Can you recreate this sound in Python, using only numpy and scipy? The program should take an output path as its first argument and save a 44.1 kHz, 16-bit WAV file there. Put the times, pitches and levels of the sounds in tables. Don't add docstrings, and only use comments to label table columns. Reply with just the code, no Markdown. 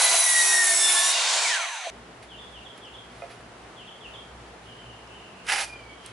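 import sys
import numpy as np
from scipy import signal
from scipy.fft import rfft, irfft, next_fast_len
from scipy.io import wavfile

SR = 44100
rng = np.random.default_rng(int(sys.argv[2]) if len(sys.argv) > 2 else 0)


def store_pcm(level_fs):
    pcm = np.round(np.clip(level_fs, -1, 1) * 32767).astype(np.int16)
    wavfile.write(sys.argv[1], SR, np.atleast_2d(pcm).T)


def level_to_linear(level):
    exponent = np.asarray(level, float) / 20
    return 10 ** exponent


N = 269892
NOW_S = np.arange(N) / SR
SAW_ENDS_S = 1.903


def rms_one(x):
    return x / np.sqrt(np.mean(x ** 2) + 1e-20)


def in_time(rows):
    s, *columns = np.transpose(rows)
    return [np.interp(NOW_S, s, c) for c in columns]


def sounding(rows, fade_s=0.016):
    inside_s = np.minimum(NOW_S - rows[0][0], rows[-1][0] - NOW_S)
    return np.clip(inside_s / fade_s + 1, 0, 1)


def at_hz(points, hz):
    corner_hz, value = np.transpose(points)
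    return np.interp(np.log(np.clip(hz, 1, 11000)), np.log(corner_hz), value)


def colour(x, spectrum):
    size = next_fast_len(N)
    gain = level_to_linear(at_hz(spectrum, np.fft.rfftfreq(size, 1 / SR)))
    return rms_one(irfft(rfft(x, size) * gain, size)[..., :N])


def drift(rate_hz):
    r = np.exp(-40 * np.pi * rate_hz / SR)
    slow = signal.lfilter([1], [1, -2 * r, r * r], rng.standard_normal(N // 20 + 3002))[3000:]
    return np.interp(np.arange(N) / 20, np.arange(len(slow)), rms_one(slow))


def resonate(x, modes, flicker_db=None):
    out = np.zeros(N)
    for k, (hz, width_hz, level_db) in enumerate(modes):
        r = np.exp(-np.pi * width_hz / SR)
        poles = [1, -2 * r * np.cos(2 * np.pi * hz / SR), r * r]
        rung = signal.lfilter([1, 0, -1], poles, x + 1e-18)
        if flicker_db:
            level_db = level_db + flicker_db * drift(3.6)
        out += (-1) ** k * (1 - r * r) / 2 * level_to_linear(level_db) * rung
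    return out


def singing(chips, modes):
    out = np.zeros(N)
    for hz, width_hz, level_db, loudest_s, spread_s in modes:
        swell = level_to_linear(level_db) * np.exp(-((NOW_S - loudest_s) / spread_s) ** 2)
        rung = rms_one(resonate(chips, [(hz, 1.2 * width_hz, 0)]))
        out += swell * rung * level_to_linear(1.8 * drift(12) - 1.5)
    return out


def lift_db(hz, peaks):
    lift = sum(level_to_linear(2 * gain_db) / (1 + (2 * (hz - peak_hz) / width_hz) ** 2) ** 2
               for peak_hz, width_hz, gain_db in peaks)
    return 10 * np.log10(1 + lift)


def tone(hz, level_db, wobble_rad=.3, wobble_hz=40):
    phase = 2 * np.pi * np.cumsum(hz) / SR + wobble_rad * drift(wobble_hz)
    return np.sqrt(2) * level_to_linear(level_db) * np.sin(phase)


def echoes(x, t60_s, start_s):
    t = np.arange(int(SR * t60_s)) / SR
    tails = rng.standard_normal((2, len(t))) * level_to_linear(-60 * t / t60_s) * (t > start_s)
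    tails = tails / np.sqrt(np.sum(tails ** 2, axis=1, keepdims=True))
    return signal.fftconvolve(x[None], tails, axes=1)[:, :N]


# time_s, tooth_rate_hz
BLADE = [
    (0, 2008),
    (.1, 2000),
    (.33, 1934),
    (.6, 1855),
    (.82, 1773),
    (.95, 1750),
    (1.12, 1748),
    (1.2, 1823),
]
# freq_hz, level_db
CUT_COLOUR = [(300, -53), (450, -34.5), (700, -1.5), (1200, -4.5), (2000, -8), (3200, -11), (4500, -10.5),
              (6500, 0.5), (9000, 3.5), (10600, 5.5), (11200, -5.5)]
# freq_hz, width_hz, level_db, loudest_s, spread_s
BLADE_MODES = [(690, 70, -39.5, .1, .15), (673.5, 16, -40, 0.82, 0.4), (880, 15, -48.5, 1.01, 0.071),
               (1086, 21, -39.5, 1.15, 0.22), (1388, 7.9, -44, 0.94, 0.067), (2000, 11, -40, 1.23, 0.17),
               (2150, 17, -38, 0.32, 0.33), (2170, 30, -35.5, 0.825, 0.18), (2520, 20, -41, 0.474, 0.065),
               (2800, 16, -37.5, 1.087, 0.21), (3645, 13, -33.5, 1.19, 0.17), (3720, 20, -36, 1.1, 0.18),
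               (4650, 450, -35, 1.27, 0.17), (4404, 38, -45, 0.54, .3)]
# freq_hz, width_hz, level_db, loudest_s, spread_s
RIM_MODES = [(5680, 21, -30, 1.2, 0.15), (6520, 37, -37, 0.14, 0.15), (6580, 24, -35, 0.82, 0.26),
             (7100, 18, -33, 1.005, 0.13), (7420, 30, -38, 0.62, 0.29), (7860, 30, -29.5, 0.796, .06),
             (8280, 28, -32, 0.86, 0.2), (8883, 31, -32.5, 0.93, 0.2), (9930, 25, -32, 0.76, .12),
             (10000, 14, -37, 0.44, 0.156), (10600, 40, -33.5, 0.44, 0.2), (10700, 15, -27, 0.12, 0.21),
             (10550, 15, -31, 0.94, .13), (10830, 100, -32, 0.56, .4)]
TOOTH_TONE_DB = (-41, -41, -42)
# freq_hz, width_hz, gain_db
GUARD = [(2003, 24, 9), (1921, 36, 17), (1848, 70, 16.5), (1750, 24, 6), (3970, 160, 6), (3806, 80, 7.5),
         (3526, 44, 13), (5900, 250, 8), (5650, 300, 8), (5307, 200, 8.5)]


def teeth():
    tooth_count = 24
    lift_s, breakout_s, tone_loss_db_per_s = 1.118, .955, 45
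    bite_db, feed_swing_db = -24, 1.5
    hz, = in_time(BLADE)
    passed = np.cumsum(hz) / SR
    cutting = sounding([(-1,), (lift_s,)], 0.01)

    index = np.arange(int(passed[-1]) - 1)
    place, bite_force = rng.standard_normal((2, tooth_count))[:, index % tooth_count]
    at = np.clip(np.interp(index + 0.267 * place, passed, np.arange(N)), 0, N - 2)
    whole = at.astype(int)
    force = bite_force + .25 * rng.standard_normal(len(index))
    strikes = np.zeros(N)
    np.add.at(strikes, whole, force * (1 - at + whole))
    np.add.at(strikes, whole + 1, force * (at - whole))
    chips = rms_one(strikes) + .45 * rng.standard_normal(N)
    bite = level_to_linear(bite_db + feed_swing_db * drift(3.0)) * colour(chips, CUT_COLOUR) * cutting

    runout = level_to_linear(1.8 * drift(9)) * (1 + .32 * np.sin(2 * np.pi * passed / tooth_count))
    loss_db = tone_loss_db_per_s * np.maximum(NOW_S - breakout_s, 0)
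    lines = np.zeros(N)
    for k, level_db in enumerate(TOOTH_TONE_DB, 1):
        line_db = level_db + lift_db(k * hz, GUARD) - k * loss_db + 1.6 * drift(17)
        lines += tone(k * hz, line_db, .2 * k)

    feed = chips + .9 * rng.standard_normal(N)
    armature = tone(.2062 * hz, -49.5) * sounding([(0.44,), (0.96,)], 0.098) ** 2
    rim = cutting * (singing(feed, RIM_MODES) + runout * lines)
    return bite + singing(feed, BLADE_MODES) + rim + armature


# time_s, level_db
ROAR = [
    (0, -21.5),
    (.16, -25),
    (.22, -31),
    (.76, -35),
    (1.12, -27),
    (1.4, -24.5),
    (1.47, -26),
    (1.85, -46),
    (1.9, -45),
]
# freq_hz, level_db
ROAR_COLOUR = [(35, -100), (60, -73.5), (456, -11.5), (646, -3.5), (999, 3.5), (1300, -9.5), (1510, -0.5),
               (1800, -3.5), (3620, -3.5), (5840, -5), (7270, -3.5), (11000, -11.5), (14300, -48),
               (22000, -120)]
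# freq_hz, level_db
SLOW_COLOUR = [(60, -55), (170, -58), (500, -16), (680, -4), (1000, 4), (1300, -8), (1700, 0.5),
               (2400, -4.5), (3900, -10), (4400, -16), (5500, -21.5), (6100, -5), (6700, -14.5),
               (11000, -18.5)]
# freq_hz, width_hz, level_db
HOUSING_MODES = [(682, 36, 4), (1020, 67, -6.5), (1420, 73, 1), (1840, 36, -14.5), (2380, 269, -1),
                 (2800, 25, -10.5), (3750, 48, -6), (4100, 600, -6), (6300, 120, -19.5), (7280, 140, -22)]
# freq_hz, width_hz, gain_db
GEARCASE = [(3200, 500, 8), (2290, 560, 11.5), (1630, 540, 11), (940, 130, 6), (680, 60, 15)]


def motor():
    usual_roar_db, dulls_db_per_octave_per_db = -30, 0.1364
    housing_db, housing_follows = -37, .5
    brake_s, slowing_s, whine_from_hz, whine_to_hz = 1.44, .234, 2430, 349.7
    upper_line = 1.74
    roar_db, = in_time(ROAR)
    swing_db = roar_db - usual_roar_db

    slowed_rad = np.interp(NOW_S, [1.47, 1.62], [0, np.pi / 2])
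    air = np.cos(slowed_rad) * colour(rng.standard_normal(N), ROAR_COLOUR)
    air = air + np.sin(slowed_rad) * colour(rng.standard_normal(N), SLOW_COLOUR)
    roar = np.zeros(N)
    for octave in range(4):
        lowpass = signal.butter(2, 1400 * 2 ** octave, fs=SR, output="sos")
        low = signal.sosfilt(lowpass, air)
        roar += low * level_to_linear(-dulls_db_per_octave_per_db * swing_db * octave + 0.92 * drift(16))
        air = air - low
    housing = rms_one(resonate(rng.standard_normal(N), HOUSING_MODES, flicker_db=1.5))
    housing = level_to_linear(housing_db + housing_follows * swing_db) * housing

    braked_s = np.maximum(NOW_S - brake_s, 0)
    hz = whine_to_hz + (whine_from_hz - whine_to_hz) * np.exp(-braked_s / slowing_s)
    whine_db = -39 - 26 * braked_s
    upper_db = whine_db - 3 - 12.0 * braked_s + lift_db(upper_line * hz, GEARCASE)
    whine = tone(hz, whine_db + lift_db(hz, GEARCASE) + 1.5 * drift(35), .8, 60)
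    whine += tone(upper_line * hz, upper_db, 1.3, 61)
    whine += tone(2.8 * hz, whine_db - 5, 2.9, 80)
    return level_to_linear(roar_db) * roar + housing + whine * np.clip(braked_s / 0.017, 0, 1)


def saw():
    near = teeth() + motor()
    bright = signal.butter(3, 1750, "high", fs=SR, output="sos")
    reflections = signal.sosfilt(bright, echoes(near, .3, 0.0014))
    wide = near * level_to_linear([[-.6], [.6]]) + level_to_linear(-4.0) * reflections
    wide = .8 * np.tanh(wide / .8)
    wide = signal.sosfilt(signal.butter(3, 260, "high", fs=SR, output="sos"), wide)
    rumble = signal.sosfilt(signal.butter(2, 150, fs=SR, output="sos"), rng.standard_normal(N))
    wide = wide + level_to_linear(-69) * rumble
    return wide * np.clip((SAW_ENDS_S - NOW_S) / .002, 0, 1)


# time_s, grit_db
DRAG = [
    (5.455, -56),
    (5.476, -43),
    (5.49, -28),
    (5.53, -24),
    (5.575, -29.5),
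    (5.607, -24.5),
    (5.645, -31.5),
    (5.662, -42),
    (5.725, -53),
]
# loudest_s, level_db, rise_s, fall_s
SHUFFLE = [
    (2.228, -48.5, .006, .045),
    (2.777, -50.5, .005, .035),
    (3.2, -56, .2, 0.26),
    (3.314, -52.5, .04, 0.1),
    (3.414, -60, .02, 0),
    (4.632, -61, .02, 0.4),
    (5.468, -40, .003, .012),
    (6.066, -48.5, 0.06, .09),
]
# freq_hz, level_db
DRAG_COLOUR = [(250, -38), (560, -10.5), (720, -3), (880, -2), (1080, -13), (1600, -6), (3000, -7.5),
               (5200, -7.5), (7000, -12.5), (11000, -9.5)]
# freq_hz, width_hz, level_db
BOARD = [(1350, 260, -3), (1620, 260, 0), (2050, 350, -2), (2550, 350, -2), (2950, 300, -4)]
# time_s, level_db, sharpness_hz
KNOCKS = [
    (3.2205, -31, 1500),
    (3.229, -34.5, 800),
    (3.2365, -32.5, 890),
    (3.262, -39, 800),
    (3.303, -42, 1500),
]
# freq_hz, width_hz, level_db
EDGE = [(526, 35, -4), (691, 24, 1.5), (890, 55, -16), (1296, 47, -8), (2070, 42, -4), (2480, 44, -0.5)]
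# time_s, level_db
TICKS = [
    (2.23, -49),
    (2.778, -48),
    (6.062, -31),
]


def boards():
    ring_rise_db, ring_loss_db_per_s, loose_s = 1.5, 70, 5.49
    grains = rng.random(N) < 11000 / SR
    grain_db = 2.4 * np.minimum(rng.exponential(1, N), 4)
    grit = grains * level_to_linear(grain_db) * rng.choice([-1, 1], N)
    grit_db, = in_time(DRAG)
    ring_db = grit_db + ring_rise_db - ring_loss_db_per_s * np.abs(NOW_S - loose_s)
    slab = level_to_linear(-20) * rms_one(resonate(grit, [(850, 200, 0)]))
    body = rms_one(resonate(grit[::-1], BOARD, flicker_db=1.5))
    push = level_to_linear(grit_db) * (colour(grit, DRAG_COLOUR) + slab) + level_to_linear(ring_db) * body
    out = push * level_to_linear(1.4 * drift(90)) * sounding(DRAG, 0.037)

    light = colour(grit, [(500, -14), (1400, 6), (2200, 6.0), (5000, -2), (8000, -10.5), (11000, -4)])
    for loudest_s, level_db, rise_s, fall_s in SHUFFLE:
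        with np.errstate(divide="ignore", invalid="ignore"):
            away = np.maximum((loudest_s - NOW_S) / rise_s, (NOW_S - loudest_s) / fall_s if fall_s else
                              np.where(NOW_S > loudest_s, np.inf, -np.inf))
        out += light * level_to_linear(level_db + 3.0 - 20 * away)

    blows, t = np.zeros(N), np.arange(400) / SR
    for start_s, level_db, sharp_hz in KNOCKS:
        click = sharp_hz ** 2 * t / 5 * np.exp(-2 * np.pi * sharp_hz * t)
        blows[int(start_s * SR):][:400] += level_to_linear(level_db) * click
    out += resonate(blows, EDGE)
    for start_s, level_db in TICKS:
        tick = np.diff(rng.standard_normal(401)) * np.exp(-t / 0.0012)
        out[int(start_s * SR):][:400] += level_to_linear(level_db) * tick
    return out * level_to_linear([[-1.7], [1.7]]) + level_to_linear(-9) * echoes(out, .12, .002)


# start_s, level_db, slur_low_hz, twitter_delay_s, twitter_low_hz
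SONG = [
    (2.285, -48.5, 2735, 0.092, 3280),
    (2.519, -48, 2710, 0.13, 3050),
    (2.813, -48, 2700, 0.12, 3100),
    (3.759, -48, 2716, .108, 2950),
    (4.005, -47, 2530, 0.13, 3100),
]
# delay_s, length_s, from_height, to_height, level_db
TWITTER = [
    (-.04, .04, -.8, -.1, -8),
    (0, .032, .98, .02, 0),
    (.036, .034, .9, .1, -1.5),
    (.08, .04, .6, .2, -9.5),
]
# start_s, level_db
CHIPS = [
    (2.852, -54),
    (5.07, -59),
]


def whistles():
    twitter_top_hz = 3660
    notes = [(s, .008, 6000, 4750, db) for s, db in CHIPS]
    for start_s, level_db, slur_low_hz, wait_s, low_hz in SONG:
        notes.append((start_s, .075, 3580, slur_low_hz, level_db))
        span_hz = twitter_top_hz - low_hz
        for after_s, length_s, high, low, less_db in TWITTER:
            notes.append((start_s + wait_s + after_s, length_s, low_hz + high * span_hz,
                          low_hz + low * span_hz, level_db + less_db))
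    song = np.zeros(N)
    for start_s, length_s, from_hz, to_hz, level_db in notes:
        u = np.linspace(0, 1, int(length_s * SR))
        glide_hz = to_hz + (from_hz - to_hz) * (1 - u) ** 1.2
        waver_hz = 110 * np.sin(2 * np.pi * 75 * u * length_s)
        phase = 2 * np.pi * np.cumsum(glide_hz + waver_hz) / SR
        swell = np.sin(np.pi * u ** 1.25) ** 0.4
        song[int(start_s * SR):][:len(u)] += level_to_linear(level_db) * swell * np.sin(phase)
    return song * level_to_linear(1.8 * drift(60))


# start_s, length_s, centre_hz, level_db
TRILL = [
    (4.649, 0.38, 3020, -58),
    (5.05, .24, 2900, -57),
    (5.329, 0.091, 2730, -54),
    (5.7, .1, 3050, -61),
    (5.869, .1, 3106, -57),
    (6.001, 0.1, 3150, -57.5),
]


def trilling():
    sweep = (28 * NOW_S + 0.343 * drift(5.7)) % 1
    warble_hz = 520 * (.5 - sweep) + 90 * drift(60)
    bursts = np.zeros(N)
    for start_s, length_s, centre_hz, level_db in TRILL:
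        sag_hz = 300 * np.clip(NOW_S - start_s, 0, length_s)
        gate = sounding([[start_s + 0.022], [start_s + length_s - .03]], 0.044)
        bursts += tone(centre_hz - sag_hz + warble_hz, level_db) * gate
    return level_to_linear(3.0 * drift(14)) * np.sin(np.pi * sweep) * bursts


# time_s, pitch_hz, level_db
CALL = [
    (5.62, 2480, -50),
    (5.67, 2430, -50),
    (5.73, 2420, -45.5),
    (5.78, 2380, -53),
    (5.85, 2280, -55),
    (5.9, 2270, -52),
    (5.93, 2250, -56),
    (5.98, 2220, -68),
]


def calling():
    call_hz, call_db = in_time(CALL)
    throb = 1 + .6 * np.cos(2 * np.pi * 29.5 * (NOW_S - 5.733))
    overtone = tone(2 * call_hz, call_db - 16, 1.2, 70)
    return throb * (tone(call_hz, call_db) + overtone) * sounding(CALL)


def birds():
    song, trill, call = whistles(), trilling(), calling()
    dull_song = signal.sosfilt(signal.butter(4, 4200, fs=SR, output="sos"), song)
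    garden = echoes(1.3 * dull_song + 2.1 * trill + 0.4 * call, .45, 0.003)
    direct = 1.1 * song * level_to_linear([[1], [-1]]) + call * level_to_linear([[-1.5], [1.5]]) + 0.51 * trill
    return direct + level_to_linear(2) * garden


# freq_hz, level_db
PORCH = [(15, -46), (25, -37), (44, -18.5), (81, -25), (116, -2), (146, -13), (428, -5), (581, -8.5),
         (644, -5.5), (1420, -10.5), (2500, -16), (2990, -16), (3960, -21.5), (11300, -31.5), (14700, -65),
         (22000, -120)]
# freq_hz, likeness_0_to_1
PORCH_LIKENESS = [(60, 0.99), (130, 0.95), (270, 0.85), (570, 0.73), (1200, 0.35), (2550, 0.31),
                  (5390, 0.012), (11400, 0.03)]
# freq_hz, width_hz, level_db
HUM = [(59.6, 1.8, -58.5), (114, 9.9, -60), (176, 18, -62.5), (235.4, 8.4, -65.5)]


def porch():
    mid, side = rfft(rng.standard_normal((2, N)))
    alike = np.clip(at_hz(PORCH_LIKENESS, np.fft.rfftfreq(N, 1 / SR)), 0, 1)
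    pair = np.sqrt(1 + alike) * mid + np.sqrt(1 - alike) * side * [[1], [-1]]
    air = colour(irfft(pair, N), PORCH)
    hum = np.zeros(N)
    for hz, width_hz, level_db in HUM:
        hum += level_to_linear(level_db) * rms_one(resonate(rng.standard_normal(N), [(hz, width_hz, 0)], flicker_db=2.5))
    return (level_to_linear(-47 + 0.38 * drift(4.3)) * air + hum) * (NOW_S > SAW_ENDS_S)


def scene():
    return saw() + boards() + birds() + porch()


def top_cut(x):
    return signal.sosfilt(signal.butter(12, 12010, fs=SR, output="sos"), x)


def record(dry):
    size = next_fast_len(N + SR // 4)
    keep = np.clip((11170 - np.fft.rfftfreq(size, 1 / SR)) / 120, .0004, 1)
    mix = irfft(rfft(dry, size) * keep, size)[:, :N]
    return top_cut(mix)


dry = scene()
out = record(dry)
store_pcm(out)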